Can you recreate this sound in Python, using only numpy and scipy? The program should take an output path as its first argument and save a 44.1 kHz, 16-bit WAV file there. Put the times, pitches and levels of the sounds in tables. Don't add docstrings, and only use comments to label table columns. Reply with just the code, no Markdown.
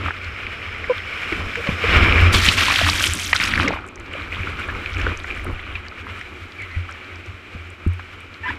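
import sys
import numpy as np
from scipy import signal
from scipy.fft import rfft, irfft, next_fast_len
from scipy.io import wavfile

SR = 44100
rng = np.random.default_rng(int(sys.argv[2]) if len(sys.argv) > 2 else 0)


def dump_mix(stems):
    frames = np.atleast_2d(stems).T
    limited = np.clip(frames, -1, 1)
    pcm = np.round(limited * 32767).astype(np.int16)
    wavfile.write(sys.argv[1], SR, pcm)


N = 378378
TIME = np.arange(N) / SR
WAVE_HITS_S, DRAINED_S = 2.329, 3.83


# frequency in Hz, relative density in dB.
FROTH_SPECTRUM = [(550, -12.5), (900, -9), (1400, 0), (2400, 2.5), (3200, -0.5), (4200, -5.5),
                  (5500, -13.5)]
SPRAY_SPECTRUM = [(3200, 9.5), (4200, -1.5), (5500, 3), (8500, -2), (11000, -7.5), (13500, -11.5),
                  (15300, -22)]
# time in seconds, share of the full bubble rate.
WATER_COVER = [(2.33, 0.98), (2.85, 0.76), (3.05, 0.42), (3.25, 0.25), (3.42, .42), (3.7, 0.32)]

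def whitewater(froth_db=-1.0, spray_db=0.5, rush_db=-9, mist_db=-13, clump_db=2.0):
    froth_gain, spray_gain = dousing()
    share, = in_time(WATER_COVER)
    froth = bubbles(FROTH_SPECTRUM, per_s=2400, cycles=15, spread_db=1.5, sizes=14, share=share)
    froth += from_db(rush_db) * noise(FROTH_SPECTRUM)
    spray = bubbles(SPRAY_SPECTRUM, per_s=4600, cycles=12, spread_db=2.5, sizes=14, share=share)
    spray += from_db(mist_db) * noise(SPRAY_SPECTRUM)
    spray *= np.interp(TIME, [3.62, 3.73], [1, 0])
    water = from_db(froth_db) * froth_gain * froth + from_db(spray_db) * spray_gain * spray
    return from_db(clump_db * drift(90)) * water


# start and length in seconds, relative levels of
# froth and of spray in dB.
WATER_SHEETS = [(2.323, 0.018, -14.5, -21.5), (2.397, 0.087, -17.5, -27), (2.563, 0.29, -18.5, -31.5),
                (2.875, 0.14, -23.5, -29), (3.018, 0.066, -27, -26), (3.105, 0.19, -36, -32),
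                (3.341, 0.016, -22.5, -31), (3.401, 0.055, -21.5, -34), (3.487, .17, -27, -42.5)]

def dousing(attack_s=0.0085, run_off_db_per_s=167):
    froth, spray = 0, 0
    for start, length, froth_db, spray_db in WATER_SHEETS:
        landing = np.clip((TIME - start) / attack_s, 0, 1)
        pour = landing * from_db(-run_off_db_per_s * np.maximum(TIME - start - length, 0))
        froth = np.hypot(froth, from_db(froth_db) * pour)
        spray = np.hypot(spray, from_db(spray_db) * pour)
    return froth, spray


# frequency in Hz, relative density in dB.
ROAR_SPECTRUM = [(500, -9.5), (880, -16.5), (1020, -11.5), (1150, -4), (1420, -1), (1800, -4.5), (2050, -2),
                 (2350, 3.5), (2650, -4.5), (3000, -5.5), (3500, -14.5), (4500, -25.5), (7000, -70)]
HISS_SPECTRUM = [(2500, -19), (3800, 4.5), (4600, -1.5), (5300, -1.5), (6400, -6.5), (7700, -7),
                 (9000, -14), (11000, -15), (13500, -19), (15500, -32)]
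# time in seconds, relative levels of roar and hiss in dB.
SURF_LEVELS = [(0.0, -35, -55), (0.9, -31.5, -53.5), (1.3, -29.5, -47.5), (1.76, -28, -44.5),
               (1.94, -17, -40.5), (2.3, -21, -42), (2.55, -31.5, -34), (3.65, -34.5, -54),
               (3.88, -45, -64), (4.3, -35.5, -52.5), (4.8, -34, -51), (5.4, -40, -53.5), (5.6, -37.5, -58),
               (6.35, -41.5, -57), (7.0, -37.5, -56.5), (7.4, -42, -59), (8.58, -40.5, -58)]

def surf(pops_db=-4.5, fizz_db=-9.0, slop_hiss_db=-22, surge_db=1.5):
    roar_db, hiss_db = in_time(SURF_LEVELS)
    _, foam = slopping()
    in_foam = np.interp(TIME, [1.5, 4.0, 5.8, 7.0], [0.64, 1.3, 1.14, 0.32])
    pops = from_db(pops_db) * bubbles(ROAR_SPECTRUM, per_s=550, cycles=15.6, spread_db=4.0, sizes=16)
    fizz = from_db(fizz_db) * bubbles(SPRAY_SPECTRUM, per_s=63, cycles=15, spread_db=3.5, sizes=7)
    roar = noise(ROAR_SPECTRUM) + in_foam * pops
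    hiss = noise(HISS_SPECTRUM) + in_foam * fizz
    roar *= np.hypot(from_db(roar_db), foam)
    hiss *= np.hypot(from_db(hiss_db), from_db(slop_hiss_db) * foam)
    return (roar + hiss) * from_db(surge_db * drift(30))


# time in seconds, relative level in dB.
HULL_PUSH = [(0.0, -43), (1.2, -41.5), (1.75, -41), (1.95, -20), (2.25, -20), (2.55, -29), (2.85, -29),
             (3.15, -33.5), (3.9, -39.5), (5.0, -38.5), (6.3, -42.5), (8.58, -44)]
# frequency in Hz, relative level in dB.
SLOSH_SPECTRUM = [(110, -7), (170, -3), (220, -1), (285, 0.5), (370, -2), (470, -5.5), (600, -12.5),
                  (850, -12.5), (1300, -3)]
FLOODED_RESPONSE = [(100, 2.5), (230, -0.5), (290, 2.5), (380, -9.5), (600, -8), (1300, -4.5)]
BUFFET_SPECTRUM = [(15, -15), (35, -11), (55, -8), (72, -2), (86, 7.5), (98, 2.5), (120, -16.5), (200, -38)]
CHURN_SPECTRUM = [(18, -1), (35, -5), (60, 3)]

def hull(slosh_db=-4.5, gurgle_db=-3.0, run_off_db=-23, lump_db=2.0, eddy_db=3.0):
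    push = np.hypot(from_db(in_time(HULL_PUSH)[0]), slopping()[0])
    run_off = from_db(run_off_db) * swell(3.635, 0.15)
    slosh_gain = np.hypot(from_db(slosh_db) * push, run_off)
    pockets = bubbles(SLOSH_SPECTRUM, per_s=450, cycles=10.2, spread_db=4.0, sizes=11)
    water = unit_rms(noise(SLOSH_SPECTRUM) + from_db(gurgle_db) * pockets)
    flooded = np.interp(TIME, [2.6, 2.95, 3.6, 3.8], [0, 1, 1, 0])
    water = (1 - flooded) * water + flooded * colour(water, FLOODED_RESPONSE)
    churn_db = np.interp(TIME, [3.4, 3.8, 5.8, 6.1], [-4.5, -4.5, 1, -13])
    shake = noise(BUFFET_SPECTRUM) + from_db(churn_db) * noise(CHURN_SPECTRUM)
    slosh = slosh_gain * from_db(lump_db * drift(25)) * water
    return slosh + push * from_db(eddy_db * drift(17)) * shake


# middle and length in seconds, relative levels of
# push and of foam in dB.
SMALL_WAVES = [(0.047, .14, -30.5, -33.5), (0.46, 0.13, -36.5, -40), (1.408, 0.18, -29, -51),
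               (1.973, 0.083, -17.5, -33), (3.577, 0.31, -26.5, -33), (4.189, 0.16, -37.5, -34),
               (4.416, 0.24, -37.5, -41), (4.68, 0.4, -32.5, -42), (5.06, 0.17, -29.5, -29.5),
               (5.343, 0.18, -37.5, -36.5), (5.498, .12, -32.5, -60), (5.737, 0.18, -41.5, -40.5),
               (6.117, 0.18, -34.5, -41), (8.502, 0.13, -33, -34)]

def slopping():
    push, foam = 0, 0
    for middle, length, push_db, foam_db in SMALL_WAVES:
        shape = swell(middle, length)
        push += from_db(push_db) * shape
        foam += from_db(foam_db) * shape
    return push, foam


# start in seconds, relative level of the boom in dB,
# thud in dB relative to the boom.
BOARD_BLOWS = [(0.057, -20, -6), (1.689, -19.5, 12.5), (1.719, -14, -5), (1.97, -4.5, -9),
               (2.218, -1.5, -18), (2.349, -6.5, -2), (2.482, -11.5, 2.5), (2.827, -10, -9),
               (3.588, -15, 2), (4.398, -17.5, -8), (5.067, -21, -9.5), (5.475, -22.5, -2),
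               (6.763, -12, -13), (7.549, -21.5, -2), (7.864, -6, -3)]

def knocks(level_db=-3.0, push_s=0.005, boom_hz=87.7, thud_hz=200):
    out, t = np.zeros(N), TIME[:SR // 2]
    push = np.diff(t ** 2 * np.exp(-2 * t / push_s), prepend=0)
    boom = unit_peak(ring(push, boom_hz, t60_s=0.31))
    thud = unit_peak(ring(np.diff(push, prepend=0), thud_hz, t60_s=0.02))
    for start, db, thud_db in BOARD_BLOWS:
        add(out, start, from_db(db + level_db) * (boom + from_db(thud_db) * thud))
    return out


# start in seconds, peak in dB, pitch in Hz, spatter decay in seconds.
WATER_SLAPS = [(0.06, -14, 1240, 0.0035), (0.083, -13, 1320, .0026), (0.107, -10, 1440, 0.0031),
               (0.467, -15, 2200, 0.0039), (0.842, -13.5, 1800, .004), (1.321, -19, 316, .005),
               (1.324, -12.5, 1970, .0055), (1.556, -8, 2050, 0.0032), (1.671, -11, 2190, .004),
               (2.124, -5, 2190, 0.0019), (2.341, -10, 3360, 0.048), (2.486, 1, 3100, 0.0046),
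               (2.709, -5.5, 2130, 0.0028), (2.759, -5, 3150, .0036), (2.813, -14, 700, 0.0036),
               (2.898, -3, 4150, 0.0028), (3.006, -9.5, 1505, .005), (3.040, 0.5, 2880, .0008),
               (3.330, 0.5, 2050, 0.0029), (3.363, -4, 4100, 0.0031), (3.400, -5, 2020, .004),
               (3.438, -10, 4960, .0025), (3.537, -3, 1980, 0.0019), (3.556, -9, 2290, .0027),
               (3.577, -5.5, 1500, 0.0022), (3.599, -3, 1430, 0.00092), (3.677, -9, 2150, 0.012),
               (3.736, -14, 1100, .002), (4.149, -24.5, 540, .003), (4.686, -18.5, 1520, 0.0079),
               (4.860, -14.5, 2300, .0025), (5.065, -18, 435, 0.0066), (5.066, -8.5, 1380, .004),
               (5.243, -18, 1500, 0.0046), (5.453, -26, 620, 0.0054), (5.466, -24, 346, .008),
               (5.629, -29, 2220, .002), (5.754, -16, 2320, 0.0061), (6.068, -20.5, 1370, 0.0017),
               (6.212, -19, 1980, 0.0029), (6.889, -25.5, 1320, .017), (7.863, -23, 340, 0.0033),
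               (7.995, -19.5, 1390, .004)]

def slaps():
    out = np.zeros(N)
    for start, db, hz, spatter_s in WATER_SLAPS:
        add(out, start, splat(db, hz, cycles=10.7, spatter=0.22, spatter_s=spatter_s))
    return out


# start in seconds, peak in dB, pitch in Hz.
CASE_DROPS = [(0.245, -25.5, 4200), (0.981, -21.5, 3350), (3.136, -6.5, 7700), (3.152, -14, 9400),
              (3.248, -15.5, 4270), (3.682, -12.5, 5160), (3.887, -30.5, 7050), (3.958, -27.5, 6040),
              (4.939, -23, 3300), (5.174, -23, 6000), (5.201, -25, 3670), (5.446, -29, 9700),
              (5.884, -26, 4550), (6.522, -29, 3380), (7.703, -34, 7840), (8.342, -31.5, 4000)]

def drops():
    out = np.zeros(N)
    for start, db, hz in CASE_DROPS:
        add(out, start, splat(db, hz, cycles=15, spatter=0.075, spatter_s=0.002))
    return out


def splashes(count=36, above_water_db=9.0, spread_db=2.0, middle_hz=1750, octaves=0.38, calm_s=6.3):
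    out = np.zeros(N)
    water = np.hypot(from_db(in_time(SURF_LEVELS)[0]), dousing()[0])
    for start in rng.uniform(WAVE_HITS_S, calm_s, count):
        strength, pitch = np.clip(rng.standard_normal(2), -2, 2)
        db, hz = above_water_db + spread_db * strength, middle_hz * 2 ** (octaves * pitch)
        pop = splat(db, hz, cycles=15, spatter=0.092, spatter_s=0.005)
        add(out, start, np.interp(start, TIME, water) * pop)
    return out


# time in seconds, level in dB, typical starting pitch in Hz.
DRAIN_COURSE = [(3.478, -38, 232), (3.55, -35, 222), (3.611, -32.5, 262), (3.66, -30, 412),
                (3.701, -25.5, 614), (3.74, -34.5, 834), (3.786, -32, 980), (3.83, -73, 1160)]

def drain(per_s=120, cycles=13, scatter=0.23, rise=0.22, spread_db=0.5):
    times, levels_db, pitches_hz = np.transpose(DRAIN_COURSE)
    out = np.zeros(N)
    for k in range(int((times[-1] - times[0]) * per_s)):
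        late, detune, strength = rng.standard_normal(3)
        born = times[0] + (k + late / 2) / per_s
        hz = np.interp(born, times, pitches_hz) * np.exp(scatter * detune)
        age = TIME[:int(SR * cycles / hz)] * hz / cycles
        envelope = from_db(-60 * age) * (1 - np.exp(-2 * cycles * age))
        glug = envelope * np.sin(2 * np.pi * cycles * age * (1 + rise * age))
        glug *= np.sqrt(SR / per_s / np.sum(glug ** 2))
        add(out, born, from_db(np.interp(born, times, levels_db) + spread_db * strength) * glug)
    return out


# start and length in seconds, level in dB, first and last pitch
# in Hz, overtones in dB relative to the fundamental, roughness as a fraction of the pitch.
SKIN_RUBS = [(0.896, 0.032, -10.5, 527, 479, -13, 0.03), (1.569, 0.053, -25.5, 462, 438, -31, 0.06),
             (1.66, 0.063, -27, 557, 510, -4, 0.12), (1.838, 0.022, -18, 476, 476, -15, 0.05),
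             (6.58, 0.1, -29.5, 2285, 2004, -28, 0.07), (6.698, 0.11, -35, 2110, 2045, -21, 0.08),
             (8.432, 0.047, -37, 892, 913, 12, 0.02), (8.453, 0.042, -25, 1000, 1007, -2.5, 0),
             (8.478, 0.033, -20.5, 1620, 1735, -19, 0.06), (8.502, 0.014, -25.5, 1006, 1140, -3, 0.09)]

def squeaks(third_db=-12, slip_s=0.0019, chatter=3.0):
    out = np.zeros(N)
    for start, length, db, first_hz, last_hz, overtone_db, roughness in SKIN_RUBS:
        t = TIME[:int(length * SR)]
        wobble = roughness * random_curve(t / slip_s)
        grip = roughness * random_curve(t / slip_s)
        hz = np.linspace(first_hz, last_hz, len(t)) * (1 + wobble)
        phase = 2 * np.pi * np.cumsum(hz) / SR
        overtones = np.sin(2 * phase) + from_db(third_db) * np.sin(3 * phase)
        tone = np.sin(phase) + from_db(overtone_db) * overtones
        envelope = np.interp(t / length, [0, .12, .5, 1], [0, 1, 1, 0])
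        add(out, start, from_db(db) * tone * (1 + chatter * grip) * envelope)
    return out


# frequency in Hz, relative density in dB.
BASS_SPECTRUM = [(71, -33), (120, -2), (263, -3), (322, -4), (350, -5.5), (458, -2.5), (547, -8.5),
                 (900, -10.5), (1170, -47), (1980, -120)]
LAPPING_SPECTRUM = [(71, -44), (120, -14), (242, -7), (267, -8.5), (368, 1), (404, -8), (547, -10.5),
                    (900, -12.5), (1170, -48), (1980, -120)]

def open_water(bass_db=-12.5, lapping_db=-45.5, settle_db_per_s=1.36, ripple_db=1.5):
    passed = np.clip(TIME - WAVE_HITS_S, 0, 1)
    bass = from_db(in_time(SURF_LEVELS)[0] + bass_db) * noise(BASS_SPECTRUM)
    lapping = from_db(lapping_db - settle_db_per_s * (TIME - DRAINED_S)) * noise(LAPPING_SPECTRUM)
    return ((1 - passed) * bass + passed * lapping) * from_db(ripple_db * drift(20))


def dry_case(hz=5200, width_hz=260, level_db=-24):
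    tone = unit_rms(ring(rng.standard_normal(N), hz, t60_s=np.log(1000) / (np.pi * width_hz)))
    return from_db(in_time(SURF_LEVELS)[0] + level_db) * tone * (TIME < WAVE_HITS_S)


def drips(count=22, level_db=-36, spread_db=3.5, low_hz=3300, high_hz=9000):
    out = np.zeros(N)
    for start in rng.uniform(DRAINED_S, TIME[-1], count):
        hz = low_hz * (high_hz / low_hz) ** rng.random()
        db = level_db + rng.uniform(-spread_db, spread_db)
        add(out, start, splat(db, hz, cycles=13, spatter=0.13, spatter_s=0.0022))
    return out


def bubbles(spectrum, per_s, cycles, spread_db, sizes, share=1):
    out, share = np.zeros(N), share * np.ones(N)
    count = int(per_s * N / SR / sizes)
    for hz in np.geomspace(spectrum[0][0], spectrum[-1][0], sizes):
        born = rng.integers(N, size=count)
        strength = from_db(spread_db * np.minimum(rng.exponential(size=count), 4))
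        sign = rng.choice([-1, 1], count)
        present = rng.random(count) < share[born]
        births = np.bincount(born, sign * strength * present / np.sqrt(share[born]), N)
        onset = ring(births, hz, cycles / hz / 4)
        out += np.sqrt(hz) * unit_rms(ring(np.diff(onset, prepend=0), hz, cycles / hz))
    return colour(out, spectrum)


def splat(db, hz, cycles, spatter, spatter_s):
    t = TIME[:SR // 16]
    push = (t == 0) + spatter * rng.standard_normal(len(t)) * np.exp(-t / spatter_s)
    pop = ring(np.diff(push, prepend=0), hz, cycles / hz)
    rounding = signal.butter(3, [hz / 4, hz * 1.5], "band", fs=SR, output="sos")
    return from_db(db) * unit_peak(signal.sosfilt(rounding, pop))


def ring(push, hz, t60_s):
    decay, step = from_db(-60 / (t60_s * SR)), 2 * np.pi * hz / SR
    return signal.lfilter([0, np.sin(step)], [1, -2 * decay * np.cos(step), decay ** 2], push + 1e-18)


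def colour(x, spectrum):
    size = next_fast_len(N)
    hz, db = np.transpose(spectrum)
    knots, octave = np.log2(hz), np.log2(np.maximum(np.fft.rfftfreq(size, 1 / SR), 1))
    beyond = abs(octave - np.clip(octave, knots[0], knots[-1]))
    gain = from_db(np.interp(octave, knots, db) - 20 * beyond)
    return unit_rms(irfft(rfft(x, size) * gain, size)[:N])


def noise(spectrum):
    return colour(rng.standard_normal(N), spectrum)


def random_curve(position):
    count = int(position[-1]) + 2
    return np.interp(position, np.arange(count), rng.standard_normal(count))


def drift(per_s):
    return unit_rms(random_curve(TIME * per_s))


def swell(middle_s, length_s):
    return np.exp(-np.minimum((2 * (TIME - middle_s) / length_s) ** 2, 20))


def in_time(rows):
    times, *columns = np.transpose(rows)
    return [np.interp(TIME, times, column) for column in columns]


def from_db(db):
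    return 10 ** (np.asarray(db) / 20)


def unit_rms(x):
    return x / np.sqrt(np.mean(x ** 2) + 1e-20)


def unit_peak(x):
    return x / abs(x).max()


def add(out, start_s, sound):
    i = int(start_s * SR)
    out[i:i + len(sound)] += sound[:N - i]


def scene():
    water = whitewater() + surf() + hull()
    impacts = knocks() + slaps() + drops() + splashes()
    return (water + impacts + drain() + squeaks() + open_water() + dry_case() + drips())[None]


def record(dry):
    low_pass = signal.ellip(10, .1, 90, 15400, fs=SR, output="sos")
    return signal.sosfilt(low_pass, np.clip(dry, -.9, .9))


dry = scene()
out = record(dry)
dump_mix(out)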